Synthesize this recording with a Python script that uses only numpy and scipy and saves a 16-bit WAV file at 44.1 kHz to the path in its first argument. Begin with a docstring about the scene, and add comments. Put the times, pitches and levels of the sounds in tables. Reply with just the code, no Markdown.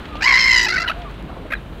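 """A heron on a treetop nest gives one long harsh squawk and, later, a brief croak.
Its voice is a high reedy tone, shaped by the throat and chopped into bursts by a flutter of the
airway, with air rasping and hissing along. Near its end the squawk breaks to a lower growl.
Shifting nest sticks knock and tick, far birds call over a low outdoor rumble,
and the trees send back a faint echo."""
import sys
import numpy as np
from scipy import signal
from scipy.fft import rfft, irfft
from scipy.io import wavfile
from scipy.ndimage import uniform_filter1d

SR = 44100
rng = np.random.default_rng(int(sys.argv[2]) if len(sys.argv) > 2 else 0)


def generate_wav(sig):
    """Save sig (samples, or channels by samples) to the path in sys.argv[1] as 16-bit PCM at SR."""
    pcm = np.round(np.clip(np.atleast_2d(sig).T, -1, 1) * 32767).astype(np.int16)
    wavfile.write(sys.argv[1], SR, pcm)


N = 79380
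T = np.arange(N) / SR

# The tone of the outdoor background. Each row: frequency in Hz, relative strength in dB.
AIR_SPECTRUM = [(22, -9), (45, 7.5), (90, -1), (280, -5), (450, -8.5), (1300, -12.5), (2000, -18),
                (2800, -18.5), (4000, -24), (5300, -39.5), (11000, -46.5), (15500, -49)]
# How the rustle dies down. Each row: time in seconds, change of level in dB.
RUSTLE_LEVELS = [(0, 1.5), (1, -0.5), (1.4, -3), (1.8, -5.5)]
# Far birds. Each row: start and length in seconds, first, middle and last pitch in Hz, level in dB.
FAR_CALLS = [(0.093, 0.14, 1265, 1190, 1370, -36.5), (0.072, 0.19, 285.2, 301.3, 332, -40.5),
             (0.552, 0.27, 383, 360, 394, -39), (0.934, 0.14, 660, 711, 648, -37),
             (1.04, 0.058, 1230, 1174, 1020, -37.5), (1.542, 0.044, 4030, 3980, 3420, -46),
             (1.771, 0.036, 3150, 3290, 3380, -53)]
# Dull nest knocks. Each row: start in seconds, ringing frequency in Hz, level in dB, decay in seconds.
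STICK_KNOCKS = [(0.155, 696, -29, 0.0023), (1.232, 203, -27.5, 0.026), (1.293, 850, -35, 0.043),
                (1.368, 550, -23.5, 0.0091), (1.397, 373, -33, 0.021), (1.455, 476, -29.5, 0.0068)]
# Dry twig ticks. Each row: start in seconds, level in dB.
TWIG_TICKS = [(0.056, -33.5), (0.156, -33), (.169, -33), (1.019, -36.5), (1.18, -47)]

# How fast the airway flutters. Each row: time in seconds, bursts per second.
SQUAWK_FLUTTER = [(.2, 53.9), (.28, 61), (.39, 60.4), (.41, 56), (.47, 59.5), (.56, 59.7), (.59, 57),
                  (.76, 51.7), (.85, 48.1), (.88, 56.5)]
CROAK_FLUTTER = [(1.486, 63.5)]
# The heron's voice. Each row: time in seconds, pitch in Hz, roughness from 0 to 1.
SCREAM_VOICE = [(.21, 780, .9), (.231, 900, .8), (.241, 985, .1), (.258, 1015, .12), (.28, 1125, .4),
                (.31, 1085, .45), (.36, 1010, .42), (.382, 1085, .85), (.407, 1050, .08), (.475, 1062, .12),
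                (.565, 1015, .12), (.585, 988, .05), (.6, 1012, .45), (.632, 970, .08), (.657, 985, .1),
                (.668, 850, .45)]
GROWL_VOICE = [(.68, 673, 0.19), (.712, 698.5, .05), (.73, 738, 0.14), (.768, 756.7, 0.33),
               (.779, 638.8, .09), (.8, 697.7, 0.11), (.828, 665, .1), (.842, 795, 1)]
CATCH_VOICE = [(.873, 705, .4), (.879, 1000, .2), (.888, 1005, .15), (.892, 650, .55), (.92, 715, .95)]
CROAK_VOICE = [(1.505, 536, 0.74), (1.527, 598.7, 0.64), (1.536, 834, 0.2)]
# Its loudness. Each row: time in seconds, level of the body (the lower tones) in dB, treble level in dB.
SCREAM_LEVELS = [(.211, -27, -42), (.224, -19.5, -29.5), (.245, -19.5, -20), (.265, -11.5, -23.5),
                 (.386, -13, -23), (.415, -16.5, -20), (.445, -14.5, -20), (.48, -12, -21.5),
                 (.56, -13, -21.5), (.585, -14.5, -19.5), (.63, -19, -22), (.656, -19, -22),
                 (.675, -22, -33)]
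GROWL_LEVELS = [(0.681, -21, -24.5), (.71, -21.5, -25), (.735, -21.5, -32), (0.782, -18, -30.5),
                (.8, -23.5, -31.5), (0.824, -23.5, -29.5), (.853, -27, -47)]
CATCH_LEVELS = [(.859, -30, -52), (.87, -23, -42), (.875, -25, -40), (.885, -20.5, -29.5), (.902, -20, -34),
                (.919, -27, -48)]
CROAK_LEVELS = [(1.507, -29, -48), (1.514, -28, -45), (1.525, -23, -38.5), (1.538, -19.5, -39),
                (1.542, -22, -42)]
# How the throat and open bill colour the voice. Each row: frequency in Hz, boost or cut in dB.
SCREAM_THROAT = [(600, -10), (850, -13.5), (1030, -6), (1300, -10), (1700, -1), (2080, 7), (2500, -5.5),
                 (3050, -12.5), (3450, -22), (4150, -12), (5100, -10.5), (6000, -23), (7100, -25.5),
                 (8200, -37), (9500, -51), (12500, -44), (15000, -51)]
GROWL_THROAT = [(680, -14), (1000, -8), (1300, -9), (1490, 9), (1720, 9.5), (1950, 3.5), (2250, -2),
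                (2750, -7.5), (3350, -22), (4100, -5), (4800, -11), (7000, -27.5), (8200, -35.5),
                (10000, -38), (14500, -48)]
CATCH_THROAT = [(600, -5), (1000, -6), (1350, 14), (2000, -6.5), (2950, 4), (3400, -4.5), (4000, 6),
                (5000, -8.5), (7200, -24.5), (12000, -18.5), (15000, -32)]
CROAK_THROAT = [(580, -2.5), (850, -28), (1250, 1), (1650, 6.5), (2450, 1.5), (3000, -21), (3500, -9),
                (4300, -22), (7200, -39.5), (12500, -32.5), (15000, -46)]

# One burst, in shares of a flutter cycle: when it opens, rise time, when it is shut, fall time.
SQUAWK_BURST = (.03, .27, 1, .19)
CROAK_BURST = (.02, .12, .87, .2)
PIPE_SPACING_HZ, PIPE_SLIDE_HZ_PER_S = 515, 4800  # gap between windpipe resonances; how fast they fall
TREBLE_HZ, TOP_HZ = 3050, 15600  # where the treble begins and ends
EDGE_S = .005  # short fade at the edge of a sound


def amp(db):
    """Turns decibels into a number to multiply by."""
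    return 10 ** (np.asarray(db) / 20)


def unit(x):
    """Scales a sound to an average strength (rms) of 1."""
    return x / np.sqrt(np.mean(x ** 2))


def curve(rows):
    """Each column of a table, joined by straight lines in time."""
    times, *columns = np.array(rows, float).T
    return [np.interp(T, times, c) for c in columns]


def response(points, hz):
    """How strongly a table of Hz and dB lets the given frequencies through."""
    f, db = np.array(points, float).T
    return amp(np.interp(np.log(np.maximum(hz, 1)), np.log(f), db))


def noise(shape):
    """Noise of strength 1, coloured by a function of frequency."""
    spectrum = rfft(rng.standard_normal(N)) * shape(np.fft.rfftfreq(N, 1 / SR))
    return unit(irfft(spectrum, N))


def wobble(hz):
    """Random motion up to about the given rate."""
    return noise(lambda f: 1 / (1 + (f / hz) ** 4))


def ring(hz, q):
    """Noise gathered around one frequency; a higher q makes the band narrower."""
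    return noise(lambda f: 1 / (1 + (q * (f / hz - hz / (f + 1))) ** 2) ** 2)


def outdoors(split_hz=500):
    """Far rumble, a light uneven rustle, a deep drone that slowly fades and a thin hiss that grows."""
    low_share = lambda f: 1 / (1 + (f / split_hz) ** 4)
    rumble = amp(-34) * noise(lambda f: response(AIR_SPECTRUM, f) * np.sqrt(low_share(f)))
    rustle = noise(lambda f: response(AIR_SPECTRUM, f) * np.sqrt(1 - low_share(f)))
    rustle *= amp(-39.5 + curve(RUSTLE_LEVELS)[0] + wobble(hz=34))
    drone = amp(-38.5 - 1.5 * T) * ring(hz=47.35, q=3.4)
    hiss = amp(-84 + 12 * T) * ring(hz=8000, q=.19)
    return rumble + rustle + drone + hiss


def far_birds():
    """Faint calls, each one swell on a bending pitch, with an overtone as dull as the background."""
    calls = np.zeros(N)
    for start, length, first, middle, last, db in FAR_CALLS:
        progress = np.clip((T - start) / length, 0, 1)
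        swell = np.sin(np.pi * progress)
        hz = first + (last - first) * progress + (middle - (first + last) / 2) * swell ** 2
        phase = 2 * np.pi * np.cumsum(hz) / SR
        overtone = amp(-11) * response(AIR_SPECTRUM, 2 * middle) / response(AIR_SPECTRUM, middle)
        calls += amp(db) * np.sqrt(2) * swell * (np.sin(phase) + overtone * np.sin(2 * phase))
    return calls


def tree_echo(sound, length_s=.14):
    """The trees scatter a sound back as a faint, short echo."""
    tail = ring(hz=1560, q=.14) * amp(-60 * T / length_s) * np.minimum(T / .002, 1)
    tail /= np.sqrt(np.sum(tail ** 2))
    return amp(-21) * signal.fftconvolve(sound, tail)[:N]


def nest_sticks(snaps_per_s=12, snap_decay_s=.0015):
    """Sticks shift in the nest: dull knocks, small dry ticks and a faint scatter of tiny snaps."""
    def hit(start, decay_s):
        rise = np.clip((T - start) / EDGE_S + 1, 0, 1) ** 2
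        return rise * np.exp(-np.abs(T - start) / decay_s)

    knocks = sum(amp(db) * hit(start, decay) * ring(hz, q=.86) for start, hz, db, decay in STICK_KNOCKS)
    ticks = sum(amp(db) * hit(start, decay_s=.0048) for start, db in TWIG_TICKS) * ring(hz=2820, q=.98)
    kicks = (rng.random(N) < snaps_per_s / SR) * rng.random(N)
    snaps = signal.fftconvolve(kicks, np.exp(-T / snap_decay_s))[:N] * ring(hz=6500, q=.41)
    return knocks + ticks + amp(-49) * snaps


def per_burst(burst):
    """A random value held through each burst, sliding smoothly to the next."""
    values = np.clip(rng.standard_normal(burst[-1] + 1), -2, 2)
    return uniform_filter1d(values[burst], size=60)


def flutter(rates, shape, leak=.09, sag_depth=.19, sag_width=.125):
    """The airway flaps open and shut. Gives its opening, the bend in pitch and each burst's number."""
    opens, rise, shut, fall = shape
    started = T >= rates[0][0]
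    cycles = np.cumsum(curve(rates)[0] * started) / SR
    burst, progress = cycles.astype(int), cycles % 1
    slowness = np.exp(.34 * per_burst(burst))  # some bursts catch later than others
    ease = lambda u: np.sin(np.pi / 2 * np.clip(u, 0, 1)) ** 2
    opening = ease((progress - opens) / (rise * slowness)) * ease((shut - progress) / fall)
    # The pitch sags at both ends of a burst.
    start_sag = np.exp(-(progress / (sag_width * slowness)) ** 2 / 2)
    end_sag = np.exp(-2 * (1 - progress) / sag_width)
    return leak + opening, 1 - sag_depth * (start_sag + end_sag), burst


def windpipe(sound, echo_share=.8):
    """Echoes up and down the windpipe make a row of resonances (boosted tones) that slide downward."""
    sound = signal.hilbert(sound)  # in this form each echo can be shifted in phase
    lag = round(SR / PIPE_SPACING_HZ)
    round_trip = echo_share * np.exp(-2j * np.pi * PIPE_SLIDE_HZ_PER_S * T / PIPE_SPACING_HZ)
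    return unit(sum(np.roll(sound, k * lag) * round_trip ** k for k in range(4)).real)


def breath(throat, opening, rasp_db, treble_db, hiss_above_hz=2450):
    """Air hisses in the windpipe and rasps in the throat; about half of it passes between bursts."""
    hiss = windpipe(noise(lambda f: response(throat, f) / (1 + (hiss_above_hz / (f + 1)) ** 20)))
    hiss *= amp(treble_db - 5.5) * (.45 + .55 * opening)
    rasp = amp(rasp_db) * ring(hz=1694, q=1.7) * (.55 + .45 * opening)
    return hiss + rasp


def last_pulse(start_s=1.5528, hz=1750, peak_db=-19, decay_s=.0005):
    """The croak stops on one lone pulse that rings the throat for an instant."""
    age = np.maximum(T - start_s, 0)
    swell = age / decay_s * np.exp(1 - age / decay_s)
    return amp(peak_db) * swell * np.sin(2 * np.pi * hz * age)


def heron(voice, levels, throat, flutter_rates, burst_shape):
    """One part of a call: a shaky tone, shaped by the throat and chopped by the flutter, plus breath."""
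    pitch, roughness = curve(voice)
    body_db, treble_db = curve(levels)
    opening, bend, burst = flutter(flutter_rates, burst_shape)
    hz = pitch * bend * (1 + .008 * per_burst(burst) + .006 * wobble(hz=110))
    # Roughness shakes both the pitch and the loudness.
    shaky_hz = hz * (1 + .085 * roughness * wobble(hz=600))
    drive = opening * (1 + .3 * roughness * wobble(hz=600))
    phase = 2 * np.pi * np.cumsum(shaky_hz) / SR
    # Near 0.52 s the scream tightens: the lowest tone and the rasp drop, leaving a piercing overtone.
    tighten_db = 9 * np.exp(-((T - .52) / .07) ** 2)
    fade = np.clip(np.minimum(T - levels[0][0], levels[-1][0] - T) / EDGE_S + 1, 0, 1)
    on = fade > 0

    # The tone is a stack of harmonics (whole multiples of the pitch), mixed anew for each burst.
    harmonics = np.arange(1, 27)[:, None]
    harmonic_hz = harmonics * hz[on]
    flicker_db = 2.6 * np.array([per_burst(burst)[on] for _ in harmonics])
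    gains = response(throat, harmonic_hz) * (harmonic_hz < TOP_HZ)
    gains *= amp(flicker_db - tighten_db[on] * (harmonics == 1))
    treble_share = 1 / (1 + (TREBLE_HZ / harmonic_hz) ** 24)
    at_level = lambda part, db: part * amp(db[on]) / np.sqrt(np.sum(part ** 2, axis=0) / 2)
    body = at_level(gains * (1 - treble_share), body_db)
    # High harmonics swell and dip as the windpipe's resonances slide over them.
    ripple_db = 4 * np.cos(2 * np.pi * (harmonic_hz + PIPE_SLIDE_HZ_PER_S * T[on]) / PIPE_SPACING_HZ)
    treble = at_level(gains * treble_share, treble_db - 1.7) * amp(ripple_db)
    waves = np.sin(harmonics * phase[on] + rng.uniform(0, 2 * np.pi, harmonics.shape))
    tone = np.zeros(N)
    tone[on] = np.sum((body + treble) * waves, axis=0)

    chopped = tone * drive / np.sqrt(np.mean(opening[on] ** 2))
    rasp_db = body_db - 12.5 - tighten_db / 2
    return (chopped + breath(throat, opening, rasp_db, treble_db)) * fade


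def scene():
    """The squawk (scream, growl, closing catch) and the croak outdoors, nearly alike in both ears."""
    scream = heron(SCREAM_VOICE, SCREAM_LEVELS, SCREAM_THROAT, SQUAWK_FLUTTER, SQUAWK_BURST)
    growl = heron(GROWL_VOICE, GROWL_LEVELS, GROWL_THROAT, SQUAWK_FLUTTER, SQUAWK_BURST)
    catch = heron(CATCH_VOICE, CATCH_LEVELS, CATCH_THROAT, SQUAWK_FLUTTER, SQUAWK_BURST)
    croak = heron(CROAK_VOICE, CROAK_LEVELS, CROAK_THROAT, CROAK_FLUTTER, CROAK_BURST) + last_pulse()
    calls = scream + growl + catch + croak
    middle = calls + tree_echo(calls) + nest_sticks() + far_birds() + outdoors()
    side = amp(-40.5) * (outdoors() + tree_echo(calls))
    return np.array([middle + side, middle - side])


def record(dry):
    """A steep filter cuts off the very highest treble."""
    return signal.sosfilt(signal.ellip(10, .2, 80, TOP_HZ, fs=SR, output="sos"), dry)


dry = scene()
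out = record(dry)
generate_wav(out)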